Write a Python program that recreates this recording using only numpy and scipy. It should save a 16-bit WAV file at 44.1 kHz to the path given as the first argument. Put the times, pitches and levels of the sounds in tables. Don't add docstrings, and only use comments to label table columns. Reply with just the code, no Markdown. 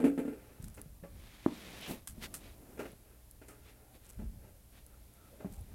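import sys
import numpy as np
from scipy import signal
from scipy.fft import rfft, irfft, next_fast_len
from scipy.io import wavfile

SR = 44100
rng = np.random.default_rng(int(sys.argv[2]) if len(sys.argv) > 2 else 0)


def digitize_waveform(pressure):
    field = np.atleast_2d(pressure).T
    bounded = np.clip(field, -1, 1)
    quanta = np.round(bounded * 32767).astype(np.int16)
    wavfile.write(sys.argv[1], SR, quanta)


N = 253134
TIME = np.arange(N) / SR


# start_s, strength_db, rattle_db
DOOR_BUMPS = [(0.0005, -31, -39.5), (0.0131, -31, -74), (0.0291, -27, -68), (0.0406, -18.5, -34),
              (0.0478, -22.5, -47.5), (0.0523, -25, -50), (0.0738, -23, -58), (0.1767, -28.5, -39),
              (0.1885, -26, -52), (0.215, -43, -79), (0.2513, -32, -53), (0.2788, -30, -48.5),
              (0.3272, -38, -57)]
# pitch_hz, gain_db, t60_s
PANEL_MODES = [(176.5, -20.5, 0.44), (198, -38, 0.42), (255.8, -3.5, 0.14), (280.6, -3.5, 0.32),
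               (325, -10.5, 0.15), (395.6, -17.5, 0.26), (436.2, -11, 0.18), (456, -17, 0.25),
               (520, -24.5, 0.51), (672, -24.5, 0.27), (750, -28, 0.26), (856, -31, 0.2)]
# frequency_hz, density_db
RATTLE_SPECTRUM = [(330, -1.5), (450, 13), (650, 3), (880, -6), (1050, -8), (1400, -10.5), (2400, -8),
                   (3000, -18), (5400, -30.5), (8000, -18.5), (12500, -21.5), (15000, -44)]

def door_bumps():
    blows = sum(click(s, db) for s, db, _ in DOOR_BUMPS)
    shaking = sum(amp(db) * burst(s, t60=0.21, rise_s=0.00065) for s, _, db in DOOR_BUMPS)
    panel = highpass(-ring(lowpass(blows, hz=600), PANEL_MODES), hz=205, order=4)
    rattle = shaking * wood_friction(RATTLE_SPECTRUM, hollow_db=-2)
    return room(panel, wet_db=-14) + rattle


# start_s, strength_db, pitch_hz, t60_s, slap_db
CARPET_PATS = [(0.6001, -33, 103, 0.041, -25), (0.631, -36.5, 152, 0.081, -25),
               (0.675, -36, 110, 0.026, -20), (0.859, -41, 148, 0.085, -14), (1.026, -43.5, 170, 0.13, -14),
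               (1.036, -46, 560, 0.18, 2), (1.4619, -10, 304, 0.023, -4.5), (1.4767, -35.5, 316, 0.05, -15),
               (1.4828, -31.5, 242, 0.084, -11), (1.521, -33, 290, 0.033, -25),
               (2.179, -38, 219, 0.065, -24), (2.7927, -35, 430, 0.12, -17),
               (2.8077, -38.5, 307, 0.095, -13), (2.931, -40, 175, 0.032, -30),
               (4.1908, -38, 208, 0.12, -18), (4.221, -40.5, 225, 0.15, -8),
               (4.236, -35.5, 125, 0.062, -22), (4.255, -31, 56.5, 0.15, -20), (4.296, -43, 90, 0.03, -25),
               (5.4461, -30.5, 192, 0.13, -1), (5.458, -39.5, 282, 0.11, -23), (5.501, -46, 122, .07, -14),
               (5.578, -36, 60, 0.14, -22), (5.606, -39, 85, 0.13, -24)]
# pitch_ratio, gain_db, t60_ratio
SLAP_OVERTONES = [(2.05, -13.5, 1), (3.1, -6, 0.25), (5.5, -28, 0.89)]

def carpet_pats():
    out = np.zeros(N)
    for s, db, hz, t60, slap_db in CARPET_PATS:
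        overtones = [(hz * pitch_ratio, slap_db + gain_db, t60 * t60_ratio)
                     for pitch_ratio, gain_db, t60_ratio in SLAP_OVERTONES]
        bounce = ring(click(s, db), [(hz, 0, t60)] + overtones)
        out -= highpass(bounce, hz=0.53 * hz)
    return room(lowpass(out, hz=1500, order=3), wet_db=-12)


# time_s, brush_db, scrape_db
PALM_STROKE = [(1.13, -72.5, -64.5), (1.24, -63, -65), (1.42, -61.5, -68), (1.55, -56, -57),
               (1.8, -53.5, -54), (1.858, -51.5, -55.5), (1.885, -51, -42.5), (1.915, -50.5, -38.5),
               (1.97, -63.5, -56)]
# peak_s, length_s, brush_db, scrape_db
PILE_SWIPES = [(0.554, 0.77, -77, -69), (2.198, 0.14, -71, -60), (2.31, 0.27, -70.5, -56.5),
               (2.461, 0.18, -61.5, -60), (2.725, 0.54, -86, -59), (2.878, 0.19, -65, -62),
               (3.684, 0.11, -62, -68), (3.955, 0.055, -65.5, -58), (4.067, 0.12, -70.5, -69),
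               (4.77, 0.12, -65.5, -66), (5.45, 1.3, -74, -67)]

def pile_contact():
    times, *levels = np.transpose(PALM_STROKE)
    palm_db = np.array([np.interp(TIME, times, level) for level in levels])
    beyond_s = np.abs(TIME - np.clip(TIME, times[0], times[-1]))
    palm = amp(palm_db - 200 * beyond_s)
    swipes = [amp([[brush_db], [scrape_db]]) * swell(s, length_s)
              for s, length_s, brush_db, scrape_db in PILE_SWIPES]
    return np.sqrt(palm ** 2 + sum(swipe ** 2 for swipe in swipes))


# frequency_hz, density_db
BRUSH_SPECTRUM = [(300, -7), (700, -4.5), (1500, -2.5), (2300, 1), (2900, -2), (3700, -1.5), (4600, -6.5),
                  (6000, -10), (11000, -17), (16000, -31)]
SCRAPE_SPECTRUM = [(70, -9.5), (180, 7), (350, 1.5), (650, -3), (1100, -13.5), (2500, -37), (5000, -25.5),
                   (9000, -20.5), (12500, -17), (16000, -26.5)]
NAIL_SPECTRUM = [(200, 7.5), (600, -7), (1300, -2), (2400, -0.5), (4200, -3), (6000, -9), (11000, -10),
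                 (15500, -16)]

def carpet_strokes():
    brushing, scraping = pile_contact()
    catching = rms_one(lowpass(rng.standard_normal(N), hz=29.8))
    grip = amp(1.1 * catching)
    tips = brushing * coloured(fibres(per_s=9000, spread_db=3), BRUSH_SPECTRUM)
    loops = scraping * coloured(fibres(per_s=8300, spread_db=4.5), SCRAPE_SPECTRUM)
    rake = amp(-42.5) * swell(peak_s=2.242, length_s=0.056)
    nails = rake * coloured(fibres(per_s=2600, spread_db=3), NAIL_SPECTRUM)
    rasp_hz, rasp_t60_s = 3080, 0.0021
    rasp = ring(fibres(per_s=9000, spread_db=0), [(rasp_hz, 0, rasp_t60_s)])
    whisk = amp(-49.5) * swell(peak_s=1.853, length_s=0.095) * rms_one(highpass(rasp, hz=1800))
    return grip * (tips + loops + whisk) + nails


# start_s, strength_db, t60_s, cutoff_hz
PAW_SCUFFS = [(0.772, -47.5, 0.19, 6000), (1.033, -43.5, 0.2, 1050), (2.774, -46, 0.095, 4000),
              (2.791, -37, 0.21, 3950), (2.798, -38, 0.034, 4500), (2.807, -39.5, 0.22, 497),
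              (2.854, -40.5, 0.063, 4000), (3.413, -50.5, 0.23, 4000), (3.481, -52.5, 0.4, 6000),
              (4.187, -45, 0.32, 600), (5.402, -45.5, 0.18, 1500), (5.4465, -40, 0.14, 450)]
# peak_s, length_s, strength_db
FUR_RUBS = [(0.38, 0.74, -58.5), (2.733, 0.42, -60.5), (3.113, 0.21, -64), (3.78, 0.5, -65.5),
            (4.124, 0.18, -64.5), (4.462, 0.13, -61.5), (4.93, 0.18, -66), (5.29, 0.31, -67),
            (5.72, 0.12, -62.5)]
# frequency_hz, density_db
SCUFF_SPECTRUM = [(100, -30), (200, -5.5), (400, 0), (800, -10), (1100, -14), (2600, -12), (3400, -23.5),
                  (11500, -17), (15000, -13.5)]

def paw_scuffs():
    wood = wood_friction(SCUFF_SPECTRUM, hollow_db=-2.5)
    rubbing = sum(amp(db) * swell(s, length_s) for s, length_s, db in FUR_RUBS)
    runs = sum(lowpass(wood * amp(db) * burst(s, t60, rise_s=0.0036), hz, order=1)
               for s, db, t60, hz in PAW_SCUFFS)
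    return runs + lowpass(wood * rubbing, hz=2950, order=1)


# pitch_hz, gain_db, t60_s
WOOD_MODES = [(290, 0.5, 0.065), (372, -4, 0.061), (424.4, 0, 0.059), (541.5, -8.5, .1), (610, -6, 0.049),
              (846, -6, 0.058), (1330, -4, 0.022), (1402, -14, 0.13), (1564, -4, 0.026),
              (1762, -11.5, 0.048), (2038, -11, 0.044), (2374, -11, 0.024), (2640, -19, 0.099)]

def wood_friction(spectrum, hollow_db):
    grains = coloured(fibres(per_s=3000, spread_db=3), spectrum)
    hollow = rms_one(highpass(ring(fibres(per_s=2000, spread_db=2), WOOD_MODES), hz=225))
    return rms_one(grains + amp(hollow_db) * hollow)


# start_s, strength_db, t60_s
LOOP_PLUCKS = [(0.642, -52, 0.047), (2.0735, -34.5, 0.032), (2.084, -45.5, .14), (2.3398, -36, 0.048),
               (2.351, -44.5, 0.14), (3.483, -54.5, 0.22)]
# peak_s, length_s, strength_db
PICKING_RUNS = [(0.633, 0.025, -56), (0.725, 0.17, -61.5), (4.096, 0.1, -60), (5.549, 0.082, -60)]
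# frequency_hz, density_db
PLUCK_SPECTRUM = [(600, -24), (1350, -6), (2000, -12.5), (4800, -12), (6500, -8), (8200, -2), (11000, -4),
                  (15500, -10.5)]

def claw_plucks():
    spray = coloured(fibres(per_s=11000, spread_db=6), PLUCK_SPECTRUM)
    plucks = sum(amp(db) * burst(s, t60, rise_s=0.00038) for s, db, t60 in LOOP_PLUCKS)
    releases = np.abs(fibres(per_s=140, spread_db=1))
    snaps = rms_one(signal.lfilter([1], [1, -decay_per_sample(t60=0.013)], releases + 1e-18))
    runs = snaps * sum(amp(db) * swell(s, length_s) for s, length_s, db in PICKING_RUNS)
    return lowpass(spray * (plucks + runs), hz=14500, order=3)


# start_s, strength_db
CLAW_TAPS = [(0.1912, -49.5), (0.816, -40), (1.812, -47.5), (2.918, -54), (3.312, -46.5), (4.8652, -49.5),
             (5.138, -55), (5.611, -52.5)]
# pitch_hz, gain_db, t60_s
CLAW_MODES = [(5000, -9, 0.0033), (8700, 5, 0.00067), (10720, 4.5, 0.0046), (10650, 0.5, 0.0021),
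              (13400, -37, .003)]

def claw_ticks():
    taps = sum(click(s, db) for s, db in CLAW_TAPS)
    return highpass(ring(taps, CLAW_MODES), hz=6000)


# start_s, level_db
WEIGHT_SHIFTS = [(0.59, -44), (0.88, -51.5), (1.11, -46.5), (1.85, -52.5), (2.08, -47.5), (2.43, -55),
                 (4.16, -43), (4.29, -49.5), (5.47, -46), (5.7, -45)]
# frequency_hz, density_db
RUMBLE_SPECTRUM = [(20, -17), (37, 4), (60, -1), (95, -1.5), (140, -14.5), (220, -11), (330, -31),
                   (700, -49.5)]

def floor_rumble():
    resting_power = amp(-63) ** 2
    moving_power = sum((amp(db) * burst(s, t60=1, rise_s=0.016)) ** 2 for s, db in WEIGHT_SHIFTS)
    return np.sqrt(resting_power + moving_power) * coloured(rng.standard_normal(N), RUMBLE_SPECTRUM)


# peak_s, half_length_s, pitch_hz, level_db
HOLLOW_TONES = [(3.524, 0.022, 1290, -65.5), (3.886, 0.073, 760, -70), (4.475, 0.11, 542, -70),
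                (4.936, 0.016, 1330, -70), (5.236, 0.064, 1310, -70.5), (5.341, 0.019, 545, -61.5),
                (5.419, 0.017, 610, -54.5), (5.557, .045, 767, -67)]

def hollow_tones(t60=0.04):
    out = np.zeros(N)
    for peak_s, half_length_s, hz, db in HOLLOW_TONES:
        tone = rms_one(ring(rng.standard_normal(N), [(hz, 0, t60)]))
        out += amp(db) * tone / (1 + ((TIME - peak_s) / half_length_s) ** 4)
    return out


# pitch_hz, rms_db
HUM_PARTIALS = [(59.6, -64.5), (119, -70), (301.5, -79), (430.7, -94)]
# frequency_hz, density_db
HISS_SPECTRUM = [(20, -4), (40, -3.5), (72, -11.5), (123, -11.5), (170, -36), (300, -20), (620, -19.5),
                 (1100, -27.5), (2800, -30.5), (6200, -31), (8000, -29), (11900, -24), (16000, -32.5)]

def hum_and_hiss():
    hum = sum(amp(db) * np.sqrt(2) * np.sin(2 * np.pi * (hz * TIME + rng.random()))
              for hz, db in HUM_PARTIALS)
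    return hum + amp(-64) * coloured(rng.standard_normal(N), HISS_SPECTRUM)


def room(x, wet_db):
    tail = rng.standard_normal(N) * burst(0.0033, t60=0.29, rise_s=0.0014)
    response = tail[:SR // 2] / np.sqrt(np.sum(tail ** 2))
    return x + amp(wet_db) * signal.fftconvolve(x, response)[:N]


def ring(x, modes):
    out = np.zeros(N)
    for hz, db, t60 in modes:
        radius, angle = decay_per_sample(t60), 2 * np.pi * hz / SR
        feedback = [1, -2 * radius * np.cos(angle), radius ** 2]
        out += amp(db) * signal.lfilter([0, np.sin(angle)], feedback, x + 1e-18)
    return out


def fibres(per_s, spread_db):
    sizes = amp(spread_db * np.minimum(rng.exponential(1, N), 4)) * rng.choice([-1, 1], N)
    return sizes * (rng.random(N) < per_s / SR)


def coloured(x, spectrum):
    size = next_fast_len(N)
    hz, db = np.transpose(spectrum)
    bins_hz = np.maximum(np.fft.rfftfreq(size, 1 / SR), 1)
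    gain = amp(np.interp(np.log(bins_hz), np.log(hz), db)) * (bins_hz > 10)
    return rms_one(irfft(rfft(x, size) * gain, size)[:N])


def click(start_s, db):
    return amp(db) * (np.arange(N) == max(round(start_s * SR), 0))


def burst(start_s, t60, rise_s):
    age = np.maximum(TIME - start_s, 0)
    return (1 - np.exp(-age / rise_s)) * np.exp(-np.minimum(np.log(1000) * age / t60, 100))


def swell(peak_s, length_s, edge_db=13.5):
    return amp(-np.minimum(edge_db * (2 * (TIME - peak_s) / length_s) ** 2, 200))


def lowpass(x, hz, order=2):
    return signal.sosfilt(signal.butter(order, hz, fs=SR, output="sos"), x + 1e-18)


def highpass(x, hz, order=2):
    return signal.sosfilt(signal.butter(order, hz, "high", fs=SR, output="sos"), x + 1e-18)


def decay_per_sample(t60):
    return np.exp(-np.log(1000) / (t60 * SR))


def amp(db):
    return 10 ** (np.asarray(db) / 20)


def rms_one(x):
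    return x / np.sqrt(np.mean(x ** 2) + 1e-20)


def scene():
    contacts = door_bumps() + carpet_pats() + paw_scuffs() + claw_plucks() + claw_ticks()
    return (contacts + carpet_strokes() + hollow_tones() + floor_rumble() + hum_and_hiss())[None]


def record(dry):
    return signal.sosfilt(signal.ellip(10, .1, 70, 15900, fs=SR, output="sos"), dry)


dry = scene()
out = record(dry)
digitize_waveform(out)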